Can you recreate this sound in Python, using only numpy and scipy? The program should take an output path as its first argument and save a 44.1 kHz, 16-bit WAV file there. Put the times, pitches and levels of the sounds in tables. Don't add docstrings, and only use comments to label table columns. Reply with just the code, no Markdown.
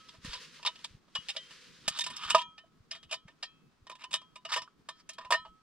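import sys
import numpy as np
from scipy import signal
from scipy.fft import rfft, irfft, next_fast_len
from scipy.io import wavfile
from scipy.ndimage import uniform_filter1d, map_coordinates

SR = 44100
rng = np.random.default_rng(int(sys.argv[2]) if len(sys.argv) > 2 else 0)


def unload_audio(sound):
    columns = np.transpose(np.atleast_2d(sound))
    steps = np.round(np.clip(columns, -1, 1) * 32767)
    wavfile.write(sys.argv[1], SR, steps.astype(np.int16))


N = 247842


def amp(db):
    return 10 ** (np.asarray(db) / 20)


def unit(x):
    return x / np.sqrt(np.mean(x ** 2) + 1e-20)


def along(points, hz):
    f, v = np.transpose(points)
    return np.interp(np.log(hz + 1), np.log(f + 1), v)


def curves(rows, **ends):
    s, *cols = np.transpose(rows)
    return [np.interp(np.arange(N) / SR, s, c, **ends) for c in cols]


def wobble(rate_hz):
    knots = rng.standard_normal(int(N * rate_hz / SR) + 4)
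    return map_coordinates(knots, [np.arange(N) * rate_hz / SR])


def filtered(x, response):
    m = next_fast_len(x.shape[-1] + SR // 2)
    spectrum = rfft(x, m) * response(np.fft.rfftfreq(m, 1 / SR))
    return irfft(spectrum, m)[..., :x.shape[-1]]


def rush(spectrum, alike):
    def shape(hz):
        turn = np.arccos(np.clip(along(alike, hz), -1, 1)) / 2
        return amp(along(spectrum, hz)) * [np.cos(turn), np.sin(turn)]

    mid, side = filtered(rng.standard_normal((2, N)), shape)
    return unit(np.array([mid + side, mid - side]))


def near(hz, centre_hz, width):
    w = 1j * hz * centre_hz * abs(width)
    return w / (centre_hz ** 2 - hz * hz + w)


def bands(hz):
    low = 1 / (1 + (hz / 1500) ** 8)
    high = 1 / (1 + (6000 / (hz + 1)) ** 10)
    knock = low / (1 + (390 / (hz + 1)) ** 4)
    return np.array([1 - low - high, knock, high])


def ringing(modes, hz, share):
    c, db, t60 = np.transpose(modes)[:, :, None]
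    width_hz = np.log(1000) / (np.pi * t60 * share)
    resonance = c / (c * c - hz * hz + 1j * hz * width_hz)
    return amp(db) * (hz / c) ** 2 * resonance / (1 + (hz / c / 2) ** 2)


# f/Hz, relative density/dB
HISS_SPECTRUM = [(300, -2), (500, -6.5), (850, -6.5), (1150, -2.5), (2000, -10.5), (5000, -13), (9000, -24),
                 (15500, -39)]


def hiss():
    level_db = -72.5 + 1.2 * wobble(40)
    return amp(level_db) * rush(HISS_SPECTRUM, [(500, 0.49), (3000, 0.29), (8000, 0.11)])


# t/s, level/dB
FLAME_LEVEL = [(0.0, -66.5), (1.36, -69.5), (2.35, -62), (2.58, -71.5), (3.11, -70), (5.62, -70)]
# f/Hz, relative density/dB
FLUTTER_SPECTRUM = [(15, -12.5), (30, -6.5), (100, -13.5), (155, 1), (250, -4), (450, -12), (700, -44)]


def flutter():
    level_db, = curves(FLAME_LEVEL)
    lumps = amp(2.0 * wobble(25) + 2.2 * wobble(17.0))
    return amp(level_db) * unit(lumps * rush(FLUTTER_SPECTRUM, [(60, 0.32), (300, 0.39)]))


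# t/s (lobe peaks 8 ms later), lobe level/dB, f/Hz
STRONG_PUFFS = [(0.18, -51, 105), (0.243, -37.5, 201), (0.273, -41, 125), (.288, -43.5, 38.4),
                (.905, -53.5, 83.6), (.943, -45.5, 124), (1.182, -47, 153), (1.873, -40, 182.7),
                (1.901, -50, 170.4), (2.254, -51.5, 86.9), (2.8, -52.5, 101), (3.249, -48, 145),
                (3.82, -54, 90.4)]


def puffs():
    small_db, small_hz, pitch_log_span = -60, 125, 0.98
    push_db, push_slower = -13.5, 3.5
    t = np.arange(N) / SR
    small = [(N / SR * when, small_db + 2.7 * (size - .5), small_hz * np.exp(pitch_log_span * (2 * pitch - 1)))
             for when, size, pitch in rng.random((20, 3))]

    def lobe(u):
        return np.cos(2 * np.pi * u) * np.exp(-(1.5 * u) ** 2)

    out = np.zeros(N)
    for s, db, pitch_hz in list(STRONG_PUFFS) + small:
        u = (t - s - .008) * pitch_hz
        out -= amp(db) * (lobe(u) + amp(push_db) * lobe(u / push_slower))
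    return out


def ticks():
    when, size = rng.random((50, 2)).T
    clicks = np.bincount((when * N).astype(int), amp(-70.0 - 8.2 * size), N)
    colour = [(2500, -27.5), (7000, -4.5), (13000, -23.0)]  # f/Hz, gain/dB
    return filtered(clicks, lambda hz: amp(along(colour, hz))) * amp([[1], [-1.5]])


def fire():
    return flutter() + puffs() + ticks()


# t/s, mean level/dB
RUSTLE_LEVEL = [(0, -62), (.15, -62.5), (.2, -72), (.26, -48), (.5, -55), (.9, -64.5), (1.05, -82.5),
                (1.2, -58), (1.42, -59), (1.53, -53.5), (1.6, -59), (1.77, -57), (1.9, -67)]
# f/Hz, relative density/dB
CLOTH_SPECTRUM = [(220, -29), (350, -12), (511, 0), (749, -36.5), (1000, -6.5), (1660, -1), (2320, -2.5),
                  (2750, 0), (4840, -1.5), (12500, -20), (15500, -28)]
# f/Hz, correlation
CLOTH_LIKENESS = [(60, 0.53), (240, 0.5), (950, 1), (3770, 0.71), (15000, -1.1)]


def cloth():
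    level_db, = curves(RUSTLE_LEVEL, right=-140)
    uneven_db = 1.5 * wobble(29) + 0.54 * wobble(210)
    return amp(level_db + uneven_db) * rush(CLOTH_SPECTRUM, CLOTH_LIKENESS)


# f/Hz, relative level/dB, t60/s, part (0 handle, 1 bowl, 2 neck)
SPOON_MODES = [(1290, 0, .68, 0), (1795, -9, .2, 2), (2412, -11, .25, 1), (3095, -5, .25, 1),
               (3233, 0, .34, 1), (4056, 0, .2, 2), (5130, -8, .14, 2), (6436, -20, .22, 1)]
# t/s, handle level/dB, bowl level/dB, neck level/dB (before scatter)
SPOON_RINGS = [(0, -61, -64, -86), (0.669, -57.5, -64, -75), (1.149, -64, -45.5, -60),
               (2.381, -43.5, -33.5, -48), (2.912, -63.5, -47, -55.5), (3.127, -62.5, -53.5, -53),
               (3.427, -65.5, -50, -45), (4.15, -58.5, -47, -54), (4.618, -67.5, -67.5, -67),
               (4.89, -63.5, -56, -51), (5.096, -65, -53.5, -53), (5.351, -46, -46, -38.5)]


def spoon():
    hz, db, t60, part = np.transpose(SPOON_MODES)
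    t, out = np.arange(SR)[:, None] / SR, np.zeros(N + SR)
    swell = 1 - np.exp(-t / 0.0031)
    modes = amp(db - 60 * t / t60) * np.sin(2 * np.pi * hz * t) * swell
    for s, *parts_db in SPOON_RINGS:
        scatter_db = rng.normal(0, 1.4, len(hz))
        out[round(s * SR):][:SR] += modes @ amp(np.take(parts_db, part.astype(int)) + scatter_db)
    return out[:N]


# t/s, clank peak level/dB, knock level relative to clank/dB, brightest f/Hz
KNOCK_EVENTS = [(0.085, -38.5, -19, 3400), (.138, -53.5, 0, 4000), (0.2457, -41, -3.5, 1770),
                (0.3314, -29, -13, 4200), (0.343, -46, 3, 2500), (0.594, -57.5, 10.5, 3620),
                (.627, -35.5, -10.5, 2700), (0.649, -25, -5.5, 3500), (0.66, -19, -21.5, 3600),
                (0.6701, -23, -9, 3720), (0.7544, -43.5, -14, 3030), (.79, -47, -14.5, 3300),
                (.842, -25, -16, 3700), (1.08, -60.5, 2.5, 3100), (1.151, -24, -8.5, 3330),
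                (1.285, -25, -23, 3470), (1.2943, -24.5, -24, 3200), (1.349, -49.5, 4.5, 2980),
                (1.363, -26, -13.5, 3430), (1.5066, -41.5, -12.5, 2750), (1.8784, -14.5, -13.5, 4470),
                (1.972, -35, -15, 3600), (1.9875, -20.5, -16.5, 3495), (2.0061, -24, -22, 3640),
                (2.037, -27, -21.5, 5000), (2.062, -27, -8, 8300), (2.1, -36, -7, 8450),
                (2.1629, -30, -21.5, 5200), (2.246, -40, -6, 3000), (2.3, -17.5, -13, 2770),
                (2.346, -14.5, 5.5, 2800), (2.578, -39, -12, 2530), (2.636, -88, 32, 2493),
                (2.9091, -25, -23.5, 5100), (2.9488, -39, -13, 1850), (3.028, -43.5, -13, 3400),
                (3.1109, -28, -15.5, 3050), (3.123, -24.5, -10, 2440), (3.1375, -30.5, -7.5, 4950),
                (3.2819, -51, 0.5, 1920), (3.426, -25, -16, 4730), (3.8672, -42, -3, 3020),
                (3.895, -36, -1.5, 2370), (3.914, -40, -2.5, 3500), (3.9506, -43, -7.5, 3230),
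                (4.037, -33, -7.5, 2830), (4.1083, -38, -11, 2600), (4.128, -26, -20, 3500),
                (4.1379, -14, -15.5, 3060), (4.154, -31, -17, 3220), (4.2137, -50.5, 2.5, 3120),
                (4.356, -37.5, -6.5, 2320), (4.449, -31.5, -5, 2730), (4.518, -23.5, -8.5, 3630),
                (4.5356, -21.5, -40, 1900), (4.561, -23, -4, 3140), (4.569, -25.5, -5.5, 5270),
                (4.6178, -34, -8, 5500), (4.675, -64, 19.5, 1540), (4.887, -30.5, -2, 3520),
                (5.09, -33.5, -13, 5830), (5.1318, -48.5, -43, 4150), (5.1813, -35.5, 1, 3380),
                (5.21, -46.5, 2, 1800), (5.246, -41.5, -0.5, 2610), (5.305, -20.5, 1, 3140),
                (5.3208, -15.5, -1.5, 1800), (5.3354, -22.5, -0.5, 1760), (5.3466, -39, 0, 1810),
                (5.4487, -53.5, 11.5, 2780)]
# nominal f/Hz, relative level/dB, t60 before the grip's share/s
TIN_MODES = [(660, 2.5, 0.068), (985, -7, .15), (1008.7, -6.5, 0.17), (1258, 7, 0.037), (1433, -2, 0.022),
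             (1828, 7, 0.11), (2170, -6.5, 0.12), (2514, -1, 0.088), (2773, 6, 0.063), (2870, 5.5, .09),
             (3000, 3, 0.18), (3370, 0.5, 0.074), (3680, 0, 0.14), (3900, -4, .1), (4305, -8, 0.081),
             (4750, -4, .1), (5340, 0, 0.08), (7490, -3.5, .06), (8700, -6, 0.072)]
# f/Hz, relative density/dB
CRACK_SPECTRUM = [(180, -56.5), (300, -15), (1750, -2.5), (2070, -1), (3450, 4), (4350, -0.5), (5130, 3),
                  (6050, -5), (7620, -5), (15500, -32.5)]
# t/s, share of t60 left, low mode left most free f/Hz
HAND_GRIP = [(0, 1, 1100), (1, 0.3, 905), (1.2, 0.48, 1130), (1.35, 0.61, 550), (1.901, 0.36, 730),
             (2.06, 0.79, 1076), (2.35, 1, 1050), (2.6, 1, 735), (3.3, 0.62, 651), (3.799, 0.6, 1040),
             (4.6, 0.89, 1043), (4.68, 0.17, 1423), (4.9, 0.6, 1085), (5.31, 1, 1020), (5.334, 1, 1010),
             (5.36, 1, 647), (5.6, 0.55, 1230)]
# t/s, relative level/dB
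SHEEN_LEVEL = [(.1, -15), (.25, -0.5), (.33, -15.5), (.65, -16.5), (.85, -13), (1.36, -13.5), (2.06, -4.5),
               (2.3, -2.5), (2.35, -12), (2.6, -21), (3.03, -14.5), (3.12, -10), (3.43, -17), (4.13, -9.5),
               (4.45, -11.5), (4.9, -12), (5.12, -2), (5.22, -23.5), (5.31, -6.5), (5.35, -19)]


def knocks():
    size, lead = 2 ** 14, 512
    chatter_t60_s, grip_power, chatter_log_spread = 0.054, 0.32, .15
    settle_db, settle_t60_s = -29.5, 0.14
    flex_log_spread = .008
    hz, t = np.fft.rfftfreq(size, 1 / SR), np.arange(size) / SR
    out = np.zeros(N + size)
    grip_s, *grip_columns = np.transpose(HAND_GRIP)
    crack = 0.028 * amp(along(CRACK_SPECTRUM, hz)) * (1 - 0.34 * bands(hz)[1])
    for s, db, knock_db, bright_hz in KNOCK_EVENTS:
        spot = amp(3.5 * rng.standard_normal(len(TIN_MODES)))
        bend = flex_log_spread * rng.standard_normal((len(TIN_MODES), 1))
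        bent = np.array(TIN_MODES) * np.exp(bend * [1, 0, 0])
        share, free_hz = (np.interp(s, grip_s, col) for col in grip_columns)
        sheen_db = np.interp(s, *np.transpose(SHEEN_LEVEL))

        chatter_s = chatter_t60_s * abs(share) ** grip_power * np.exp(rng.normal(0, chatter_log_spread))
        grit, bounces = rng.standard_normal((2, size))
        force = grit * amp(3.96 * uniform_filter1d(bounces, size=30) * np.sqrt(30))
        decay = amp(-60 * t / max(chatter_s, .005)) + amp(settle_db - 60 * t / settle_t60_s)
        force *= (1 - np.exp(-t / 0.0019)) ** 2 * decay
        force[80:89] += 0.9 * amp(0.86 * (db + 0.28 * knock_db + 22.0)) * np.hanning(9)

        favour = 1 + 1.4 * near(hz, bright_hz, 0.15) + 4.1 * near(hz, free_hz, 0.09)
        tin = spot @ ringing(bent, hz, np.clip(share, .2, 1.5))
        body = rfft(np.roll(force, lead)) * favour * (tin + crack)
        parts = irfft(body * bands(hz))
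        levels = amp(db + np.array([0, knock_db, sheen_db]))
        out[round(s * SR):][:size] += levels / np.abs(parts).max(axis=1) @ parts
    return out[lead:][:N]


def stroke(u, rising):
    slope_db, roundness = 9, 0.41
    rising = np.clip(rising, .03, .97)
    away = np.where(u < rising, 1 - u / rising, (u - rising) / (1 - rising)).clip(0, 1)
    return amp(-slope_db * away ** roundness) * (1 - away ** 1.8)


# t/s, length/s, level at the peak/dB, share of the length spent rising,
# brightest f at mid-length/Hz, low modes relative level/dB
GRITTY_NOISES = [(0.272, 0.13, -42.5, 0.45, 3860, -9.5), (1.827, 0.16, -41, 1, 3400, -7),
                 (2.028, 0.2, -47, 0.31, 3460, -8), (2.128, 0.23, -35, 0.79, 3166, -3),
                 (2.344, 0.096, -31.5, 0.068, 2930, -15.5), (2.927, 0.069, -47, 0.065, 3340, -8.5),
                 (3.09, 0.051, -41.5, 0.91, 3020, -7), (3.274, 0.054, -57.5, .1, 2484, -3),
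                 (3.984, 0.066, -50, 0.58, 2600, -4), (4.481, 0.1, -34, 0.5, 4960, -2),
                 (4.9, 0.13, -61.5, 0.83, 4820, -7.5), (5.182, 0.1, -62, 0.26, 2980, 7)]


def scrapes_and_rattle():
    size, lead, places = 2 ** 15, 512, np.linspace(0, 1, num=4)
    climb_log, under_ratio = 0.21, 0.41
    floor_hz = 785
    hz, t, out = np.fft.rfftfreq(size, 1 / SR), np.arange(size) / SR, np.zeros(N + size)
    shares = bands(hz)
    shares[1] /= 1 + (floor_hz / (hz + 1)) ** 8
    roughness = np.pad(amp(3 * wobble(500) + 1.5 * wobble(50)), (0, size))
    for s, length, db, rising, bright_hz, low_db in GRITTY_NOISES:
        first = round(s * SR)
        strength = uniform_filter1d(stroke(t / length, rising), size=200)
        grit = rng.standard_normal(size) * roughness[first:][:size] * strength
        parts = 0
        for place, spot in zip(places, rng.standard_normal((len(places), len(TIN_MODES)))):
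            tin = amp(4.0 * spot) @ ringing(TIN_MODES, hz, 0.8) + 0.04 * amp(along(CRACK_SPECTRUM, hz))
            lead_hz = bright_hz * np.exp(climb_log * (place - .5))
            favour = 1 + 3.1 * near(hz, lead_hz, 0.3) + 2.0 * near(hz, under_ratio * lead_hz, 0.16)
            turn = np.cos(np.pi / 2 * ((t / length - place) * (len(places) - 1)).clip(-1, 1))
            parts = parts + irfft(rfft(np.roll(grit * turn, lead)) * tin * favour * shares)
        clank, knock = parts[0] + parts[2], parts[1]
        norm = np.linalg.norm(strength)
        clank *= norm / np.linalg.norm(clank)
        knock *= norm / np.linalg.norm(knock)
        out[first:][:size] += amp(db) * (clank + amp(low_db) * knock)
    return out[lead:][:N]


# t/s, f/Hz, level before the soft start/dB, t60/s
PING_PARTIALS = [(1.153, 2929, -30, .14), (1.155, 4727, -46, .12), (1.366, 3144, -43, .33),
                 (1.368, 1965, -52, .26), (2.35, 964, -22, .21), (3.428, 2600, -64, 1.0),
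                 (5.35, 7569, -70, .8)]


def pings():
    t, out = np.arange(N) / SR, np.zeros(N)
    for s, hz, db, t60 in PING_PARTIALS:
        u = (t - s).clip(0)
        out += amp(db - 60 * u / t60) * (1 - np.exp(-u / .003)) * np.sin(2 * np.pi * hz * u)
    return out


# f/Hz, left minus right/dB
PORT_SHADE = [(60, 2.5), (180, -18), (550, -3.5), (1650, -1.5), (4970, 1), (15000, -22)]


def placed(x):
    t = np.arange(SR // 10) / SR
    echoes = rng.standard_normal((2, len(t))) * amp(-60 * t / .045) * (t > .001)
    colour = [(600, -30.5), (3000, -6.5), (9000, -7.5)]  # f/Hz, gain/dB
    echoes = filtered(echoes / np.linalg.norm(echoes[0]), lambda hz: amp(along(colour, hz)))
    lag_s = .000055
    side = np.array([[.5], [-.5]])

    def port(hz):
        return amp(side * along(PORT_SHADE, hz)) * np.exp(-2j * np.pi * hz * lag_s * side)

    return filtered(x, port) + signal.fftconvolve(x[None], echoes, axes=1)[:, :N]


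def scene():
    air = hiss()
    struck = knocks() + spoon() + scrapes_and_rattle() + pings()
    return placed(struck) + cloth() + fire() + air


def record(dry):
    top_hz = 15800
    return filtered(dry, lambda hz: hz < top_hz)


dry = scene()
out = record(dry)
unload_audio(out)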